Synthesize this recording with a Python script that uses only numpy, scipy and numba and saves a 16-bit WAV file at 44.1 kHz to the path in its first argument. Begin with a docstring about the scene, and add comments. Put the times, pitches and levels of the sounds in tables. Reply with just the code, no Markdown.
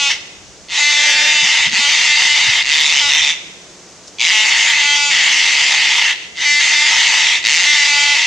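"""Cockatoos screeching in a wood

Cockatoos screech from a tree at an animal on the trunk. Each screech spins up from a slow rattle into
chaos and now and then locks into a buzz of about 290 snaps a second; each snap of the syrinx rings
windpipe, throat and beak. A breeze buffets the microphone, a twig snaps, the wood echoes, insects hiss
far off, and the loudest peaks overload the microphone."""
import sys
import numpy as np
from scipy import signal
from scipy.fft import rfft, irfft
from scipy.io import wavfile
from scipy.ndimage import uniform_filter1d
from numba import njit

SR = 44100
rng = np.random.default_rng(int(sys.argv[2]) if len(sys.argv) > 2 else 0)


def master(y):
    """Save y as 16-bit WAV."""
    cut = np.clip(np.atleast_2d(y).T, -1, 1)
    pcm = np.round(cut * 32767)  # scale
    wavfile.write(sys.argv[1], SR, pcm.astype(np.int16))


N = 364266
TIME = np.arange(N) / SR

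# One row a screech: start_s, end_s, attack_s, level_db, swell_db, snap_rate_hz, spin_up_s, chaos (0-1),
# throat_start_db, throat_end_db, treble_db, shrill_db, throat_scoop_hz, gap_rise_hz.
# Throat, treble and shrill ring are set against the beak band.
SCREECHES = [(-.2, 0.117, 0.028, -18, 6.5, 275.7, 0.039, 0.78, -1, -1.5, 1, -4, 0, 50),
             (.674, 1.667, 0.13, -13.5, -0.5, 302.1, .05, 0.53, -4, -1.5, -2.5, 7.5, 20, 650),
             (1.695, 2.611, 0.064, -14, -.5, 295, .09, 0.67, -3, -0.5, -2.5, 6, -54, 400),
             (2.625, 3.307, 0.084, -13, 1.2, 159.8, 0.045, .7, -2.5, -5, -4, 11.5, -60, 1300),
             (4.181, 6.11, .03, -14, 0.5, 259.8, 0.16, 0.79, 0.14, -1.9, -3.5, -9, 372, 100),
             (6.159, 6.25, 0.058, -34, 0, 258.4, .05, 0.86, -13.5, -8, -2, -5, 0, 3),
             (6.344, 7.369, 0.13, -14, 1.5, 284.4, .05, 0.76, 0.5, -2, -2.5, 5, 25, 152),
             (7.427, 8.298, 0.024, -14.5, 0, 289.7, .28, .66, -1.5, -1.5, -1.5, 4, -56, 200)]


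def undb(db):
    """Decibels to gain."""
    return 10 ** (np.asarray(db) / 20)


def unit(x):
    """Scale to rms 1."""
    return x / np.sqrt(np.mean(x ** 2))


def steady(x, size=1300):
    """Hold the rms at 1 over a few dozen milliseconds; single snaps keep their punch."""
    power = uniform_filter1d(uniform_filter1d(x ** 2, size), size)
    return x / np.sqrt(power + 1e-5 * np.mean(x ** 2))


def ramp(start_s, length_s):
    """Rise from 0 to 1."""
    return np.clip((TIME - start_s) / max(length_s, 1e-3), 0, 1)


def curves(table):
    """Automation lanes: a table's columns, joined by straight lines in time."""
    times, *columns = np.transpose(table)
    return [np.interp(TIME, times, column) for column in columns]


def walk(rate_hz):
    """Smooth random modulation with a spread near 1."""
    size = int(SR / rate_hz)
    points = rng.standard_normal(N // size + 2)
    return np.interp(np.arange(N) / size, np.arange(len(points)), points)


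def colour(x, points):
    """EQ through (frequency_hz, gain_db) points."""
    hz, db = np.transpose(points)
    gain_db = np.interp(np.log(np.fft.rfftfreq(N, 1 / SR) + 1), np.log(hz), db)
    return irfft(rfft(x) * undb(gain_db), N)


def cut(x, hz, kind, order=2):
    """Low-pass or high-pass."""
    return signal.sosfilt(signal.butter(order, hz, kind, fs=SR, output="sos"), x + 1e-18)


@njit
def svf(x, hz, width_hz):
    """State-variable band-pass whose centre moves."""
    y, band, low = np.empty(len(x)), 0., 0.
    for i in range(len(x)):
        g, damping = np.tan(np.pi * hz[i] / SR), width_hz / hz[i]
        v = (band + g * (x[i] + 1e-18 - low)) / (1 + g * (g + damping))
        band, low, y[i] = 2 * v - band, low + 2 * g * v, damping * v
    return y


def ring(x, hz, width_hz):
    """One resonance, still or moving."""
    return svf(x, hz * np.ones(N), float(width_hz))


def leaves_and_insects(level_db=-40):
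    """An even bed of distant hiss, centred in the lows and wide in the highs."""
    # Tone of the bed: frequency_hz, gain_db
    spectrum = [(30, -21), (130, -13.5), (190, -2), (240, -11.5), (320, -4), (650, -8), (1000, -13),
                (4000, -16.5), (6500, -11), (8300, -22.5), (10800, -38), (16000, -66)]
    centre, sides = rng.standard_normal(N), rng.standard_normal((2, N))
    bed = colour(centre + cut(sides, 3400, "high", order=1), spectrum)
    return unit(bed) * undb(level_db + .5 * walk(2.3))


def wind(buffet_s=.016):
    """A breeze rumbles on each microphone port separately, with a few soft buffets."""
    # Strength of the breeze: time_s, level_db
    breeze = [(1, -53), (2.9, -47), (3.3, -48), (3.7, -59.5), (5, -53), (5.8, -57), (7, -53), (8.2, -53)]
    # Thumps of air: time_s, level_db, pitch_hz, left_minus_right_db
    buffets = [(1.44, -34.5, 148, 5), (1.68, -31, 152.6, -8), (1.73, -36, 179, -17), (1.8, -35.5, 185, -4),
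               (2.49, -32, 108.3, -7), (3.06, -46, 69.6, 2.5), (3.222, -41, 78, 0)]
    ports = []
    for side in (1, -1):
        air = rng.standard_normal(N)
        rumble = unit(cut(ring(ring(air, 73, 70), 88, 160), 254, "low"))
        rumble *= undb(curves(breeze)[0] + 3.5 * walk(11))
        for time_s, db, hz, pan_db in buffets:
            swell = np.exp(-((TIME - time_s) / buffet_s) ** 2)
            thump = steady(ring(ring(air, hz, 67), hz, 130))
            rumble += undb(db + side * pan_db / 2) * swell * thump
        ports.append(rumble)
    return np.array(ports)


def wood_echo(x, t60_s=.91, tail_db=-14.5, near_db=-4.5, near_s=.01):
    """Nearby twigs scatter the sound at once; trunks further off return a long tail."""
    t = TIME[:SR]
    tail = cut(rng.standard_normal((2, SR)), 9400, "low", order=1)
    tail *= undb(-60 * t / t60_s) * (1 - np.exp(-t / .0016))
    near = cut(rng.standard_normal((2, SR)), 6900, "high") * np.exp(-t / near_s)
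    response = undb(tail_db) * unit(tail) + undb(near_db) * unit(near)
    return signal.fftconvolve(x[None], response / np.sqrt(SR), axes=1)[:, :N]


def twig_snap(decay_s=.0064):
    """A twig breaks with a dry tick of bright noise."""
    # The break: time_s, level_db
    ticks = [(4.0797, -33.5)]
    crack = unit(cut(ring(rng.standard_normal(N), 5900, 2460), 7700, "low", order=4))
    return crack * sum(undb(db) * np.exp(-abs(TIME - time_s) / decay_s) for time_s, db in ticks)


def snaps(hz, chaos, jitter, shimmer_db=0):
    """One sharp pulse a cycle; chaos scatters the timing by jitter and the sizes by shimmer."""
    pulses, taps, at = np.zeros(N + 16), np.arange(-7, 9), 8.
    for stretch, size in np.clip(rng.standard_normal((4000, 2)), -2, 2):
        i = int(at)
        if i >= N:
            break
        click = np.sinc(i + taps - at) * np.hanning(len(taps))
        pulses[i + taps] += click * undb(shimmer_db * chaos[i] * size)
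        at += SR / hz[i] * np.exp(jitter * chaos[i] ** 2 * stretch)
    return pulses[:N]


def second_tone():
    """A duller buzz dips and rises under the second screech."""
    # Path of the buzz: time_s, pitch_hz, level_db
    slide = [(.9, 324.5, -56), (.97, 307, -26), (1.08, 282.7, -18.5), (1.18, 266.2, -17.5),
             (1.29, 290.3, -18), (1.42, 329.2, -30)]
    hz, db = curves(slide)
    pulses = snaps(hz, chaos=np.full(N, .42), jitter=.347, shimmer_db=4)
    buzz = ring(ring(pulses, 1810, 420), 2200, 1100) + undb(-15.5) * ring(pulses, 740, 360)
    gate = (TIME > slide[0][0]) & (TIME < slide[-1][0])
    return unit(buzz) * undb(db) * gate


def lock_into_buzz(hz, chaos, lock_s=.03, break_s=.018, treble_db=-.5):
    """The syrinx locks: pitch catches first, then chaos dies down and the four bands shift in level."""
    # Locked stretches: start_s, end_s, pitch_hz, glide_hz, chaos (0-1), throat_db, beak_db, windpipe_db
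    buzzes = [(0, 0.089, 285, -5.5, 0, -6.5, 2, 5), (0.814, .91, 291.9, 3.5, 0.1, 3, -1.5, 0.5),
              (0.945, 1.096, 292.1, 6, .14, 0.5, 0, 0), (1.123, 1.27, 298.6, 4.5, 0.01, -7, -0.5, -0.5),
              (1.289, 1.425, 301.6, -4.5, 0.14, -2.5, 1, -1.5), (1.809, 1.881, 286.4, 1, 0.2, -2, -0.5, 3),
              (2.09, 2.146, 296.2, -1, 0.18, 2, 1, -3), (2.289, 2.345, 295.2, 0.5, 0.18, 1, -0.5, -3),
              (3.026, 3.083, 288.3, -3.5, 0.03, -2.5, -2.5, 2.5), (4.34, 4.441, 215.7, 1, 0.15, -1, 2, 4),
              (4.731, 4.829, 291, -1, 0.39, 0.5, 0, -0.5), (4.848, 4.95, 290, 0, 0.11, -1, 0, 3),
              (4.983, 5.097, 289.1, -0.46, 0.01, -8.5, -1, 4), (6.462, 6.595, 292.2, 1.5, 0.05, 2, -3, -3),
              (6.757, 6.85, 295.8, 4, 0.16, 0.5, -.5, -0.5), (7.678, 7.726, 295, 2.5, .1, 3, 0.5, -5.5),
              (7.759, 7.848, 290.2, 1, 0.3, 2.5, -0.5, 0.5), (7.879, 8.137, 289.7, 0, 0.19, 0.5, 1, 4)]
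    lanes = np.vstack([hz, chaos, np.zeros((4, N))])
    for start, end, pitch_hz, glide_hz, buzz_chaos, *lifts_db in buzzes:
        span = slice(*np.searchsorted(TIME, [start - lock_s, end + break_s]))
        grip = np.interp(TIME[span], [start - lock_s, start, end, end + break_s], [0, 1, 1, 0])
        pitch = np.interp(TIME[span], [start, end], [pitch_hz, pitch_hz + glide_hz])
        lanes[0, span] += np.minimum(2 * grip, 1) * (pitch - lanes[0, span])
        lanes[1:, span] += grip * (np.c_[[buzz_chaos, *lifts_db, treble_db]] - lanes[1:, span])
    return lanes


def syrinx(hz, chaos, rasp=1.3, hiss=.18, wobble=.04, puff_s=.0034):
    """Snaps, each followed by a puff of turbulent air; chaos shakes the pitch and feeds the puffs."""
    pulses = snaps(hz * np.exp(wobble * chaos ** 2 * walk(45)), chaos, jitter=.26)
    fade = np.exp(-1 / (puff_s * SR))
    puffs = signal.lfilter([np.sqrt(1 - fade ** 2)], [1, -fade], pulses) * rng.standard_normal(N)
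    return pulses + (hiss + rasp * chaos) * puffs


def flare(x, depth=.54, rate_hz=30):
    """Narrow bands flare and sink, so shreds of tone drift through the rasp."""
    return x + depth * sum(ring(x, hz, 130) * walk(rate_hz) for hz in np.linspace(2300, 7400, num=24))


def windpipe(source, hz, chaos, db_per_octave=3.5):
    """The low body of the voice: weaker in a slow rattle, breaking up as the voice strains."""
    buzz_ring = undb(-1.5) * (1 - chaos) ** 2 * ring(source, 1450, 42)
    body = ring(source, 924, 77) + buzz_ring + undb(-7.5) * ring(source, 1258, 630)
    body = cut(cut(body, 687, "high", order=3), 5200, "low", order=1)
    flutter_db = 2.8 * np.sqrt(chaos) * walk(35)
    return steady(body) * undb(-16 + db_per_octave * np.log2(hz / 290) + flutter_db)


def throat(source, hz, chaos, core_db=2):
    """A broad resonance whose narrow core builds up as the voice clears."""
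    core = undb(core_db) * (1 - chaos) * ring(source, hz, 59)
    return steady(ring(ring(source, hz, 298) + core, hz, 1370))


def formants(x, modes, quiver=.036, drift=.021):
    """Resonances that quiver alone and drift together as tongue and beak move."""
    tongue = drift * walk(5)
    return sum(undb(db) * ring(x, hz * np.exp(np.clip(tongue + quiver * walk(16), -.2, .2)), width_hz)
               for hz, width_hz, db in modes)


def beak(source, shrill_db):
    """The beak rings in the upper mids, with a narrow, shrill edge."""
    # Beak resonances: centre_hz, width_hz, gain_db
    modes = [(2628, 393, 12), (3340, 1070, 3)]
    shrill = undb(shrill_db) * ring(source, 3560 * (1 + .012 * walk(14)), 116)
    band = formants(source, modes) + shrill
    return steady(cut(cut(band, 2680, "high", order=4), 3220, "low", order=4))


def beak_treble(source, gap_hz, opening):
    """The top of the voice; the gap of the beak bites hardest as it opens."""
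    # Treble resonances: centre_hz, width_hz, gain_db
    modes = [(4480, 480, 14), (4920, 1160, 9.5), (5880, 940, 8), (6460, 450, 8.5), (7840, 620, -39)]
    bite = undb(12.5 + 18 * opening) * ring(source, gap_hz, 490)
    band = formants(source, modes) + bite
    return steady(cut(cut(band, 3540, "high", order=4), 7715, "low", order=8))


def screech_envelope(tire_db=-.5, tire_s=.12, release_db_per_s=333):
    """Each screech attacks, swells or fades while held, tires and is released."""
    envelope = 0
    for start, end, attack_s, db, swell_db, *_ in SCREECHES:
        held_db = db + swell_db * (ramp(start, end - start) - .5) + tire_db * ramp(end - tire_s, tire_s)
        release_db = release_db_per_s * np.maximum(TIME - end, 0)
        envelope += ramp(start, attack_s) ** 1.12 * undb(held_db - release_db)
    return envelope


def cockatoos(rattle_hz=90.01, rattle_chaos=.3598, open_s=.042, close_s=.14, scoop_s=.088, yelp_s=.071):
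    """The syrinx spins up and rings windpipe, throat and beak, which opens and closes once a screech."""
    rows = np.array(SCREECHES)
    sounding = np.maximum(np.searchsorted(rows[:, 0], TIME, side="right") - 1, 0)
    (start, end, _, _, _, rate_hz, spin_s, wildness,
     first_db, last_db, bright_db, shrill_db, scoop_hz, rise_hz) = rows[sounding].T
    age = TIME - start
    progress = np.clip(age / (end - start), 0, 1)
    rattle, opening = np.exp(-age / spin_s), np.exp(-age / open_s)
    closing = np.exp(-np.maximum(end - TIME, 0) / close_s)

    hz = rate_hz + (rattle_hz - rate_hz) * rattle
    chaos = wildness + (rattle_chaos - wildness) * rattle
    hz, chaos, throat_db, beak_db, pipe_db, treble_db = lock_into_buzz(hz, chaos)
    chaos = chaos.clip(0, 1)

    throat_hz = 2036 + scoop_hz * np.exp(-age / scoop_s)
    throat_hz *= 1 + .023 * chaos * walk(16)
    throat_db += first_db + (last_db - first_db) * progress
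    # a throat that starts high briefly makes the beak ring louder
    beak_db += .0039 * scoop_hz * np.exp(-(age / yelp_s) ** 2)
    treble_db += bright_db - 4.5 * closing  # a half-closed beak is duller
    shrill_db += 3.5 * (opening + closing)  # and rings more shrilly
    gap_hz = 4320 + rise_hz * progress

    source = flare(syrinx(hz, chaos))
    voice = (undb(pipe_db) * windpipe(source, hz, chaos)
             + undb(throat_db) * throat(source, throat_hz, chaos)
             + undb(beak_db) * beak(source, shrill_db)
             + undb(treble_db) * beak_treble(source, gap_hz, opening))
    return voice * screech_envelope()


def scene():
    """The birds a little to the left, inside the echo of the wood."""
    # Balance between the microphone ports: frequency_hz, left_minus_right_db
    balance = [(900, 0.5), (1500, 3.5), (2600, 0), (5500, 0), (7800, 0)]
    tree = cockatoos() + second_tone() + twig_snap()
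    direct = np.array([colour(tree, np.array(balance) * [1, side / 2]) for side in (1, -1)])
    return direct + wood_echo(tree) + wind() + leaves_and_insects()


def record(dry, ceiling=.97, top_hz=15900):
    """The highest peaks clip, then a steep low-pass takes off the very top."""
    clipped = np.clip(dry, -ceiling, ceiling)
    return signal.sosfilt(signal.ellip(8, .2, 70, top_hz, fs=SR, output="sos"), clipped)


dry = scene()
out = record(dry)
master(out)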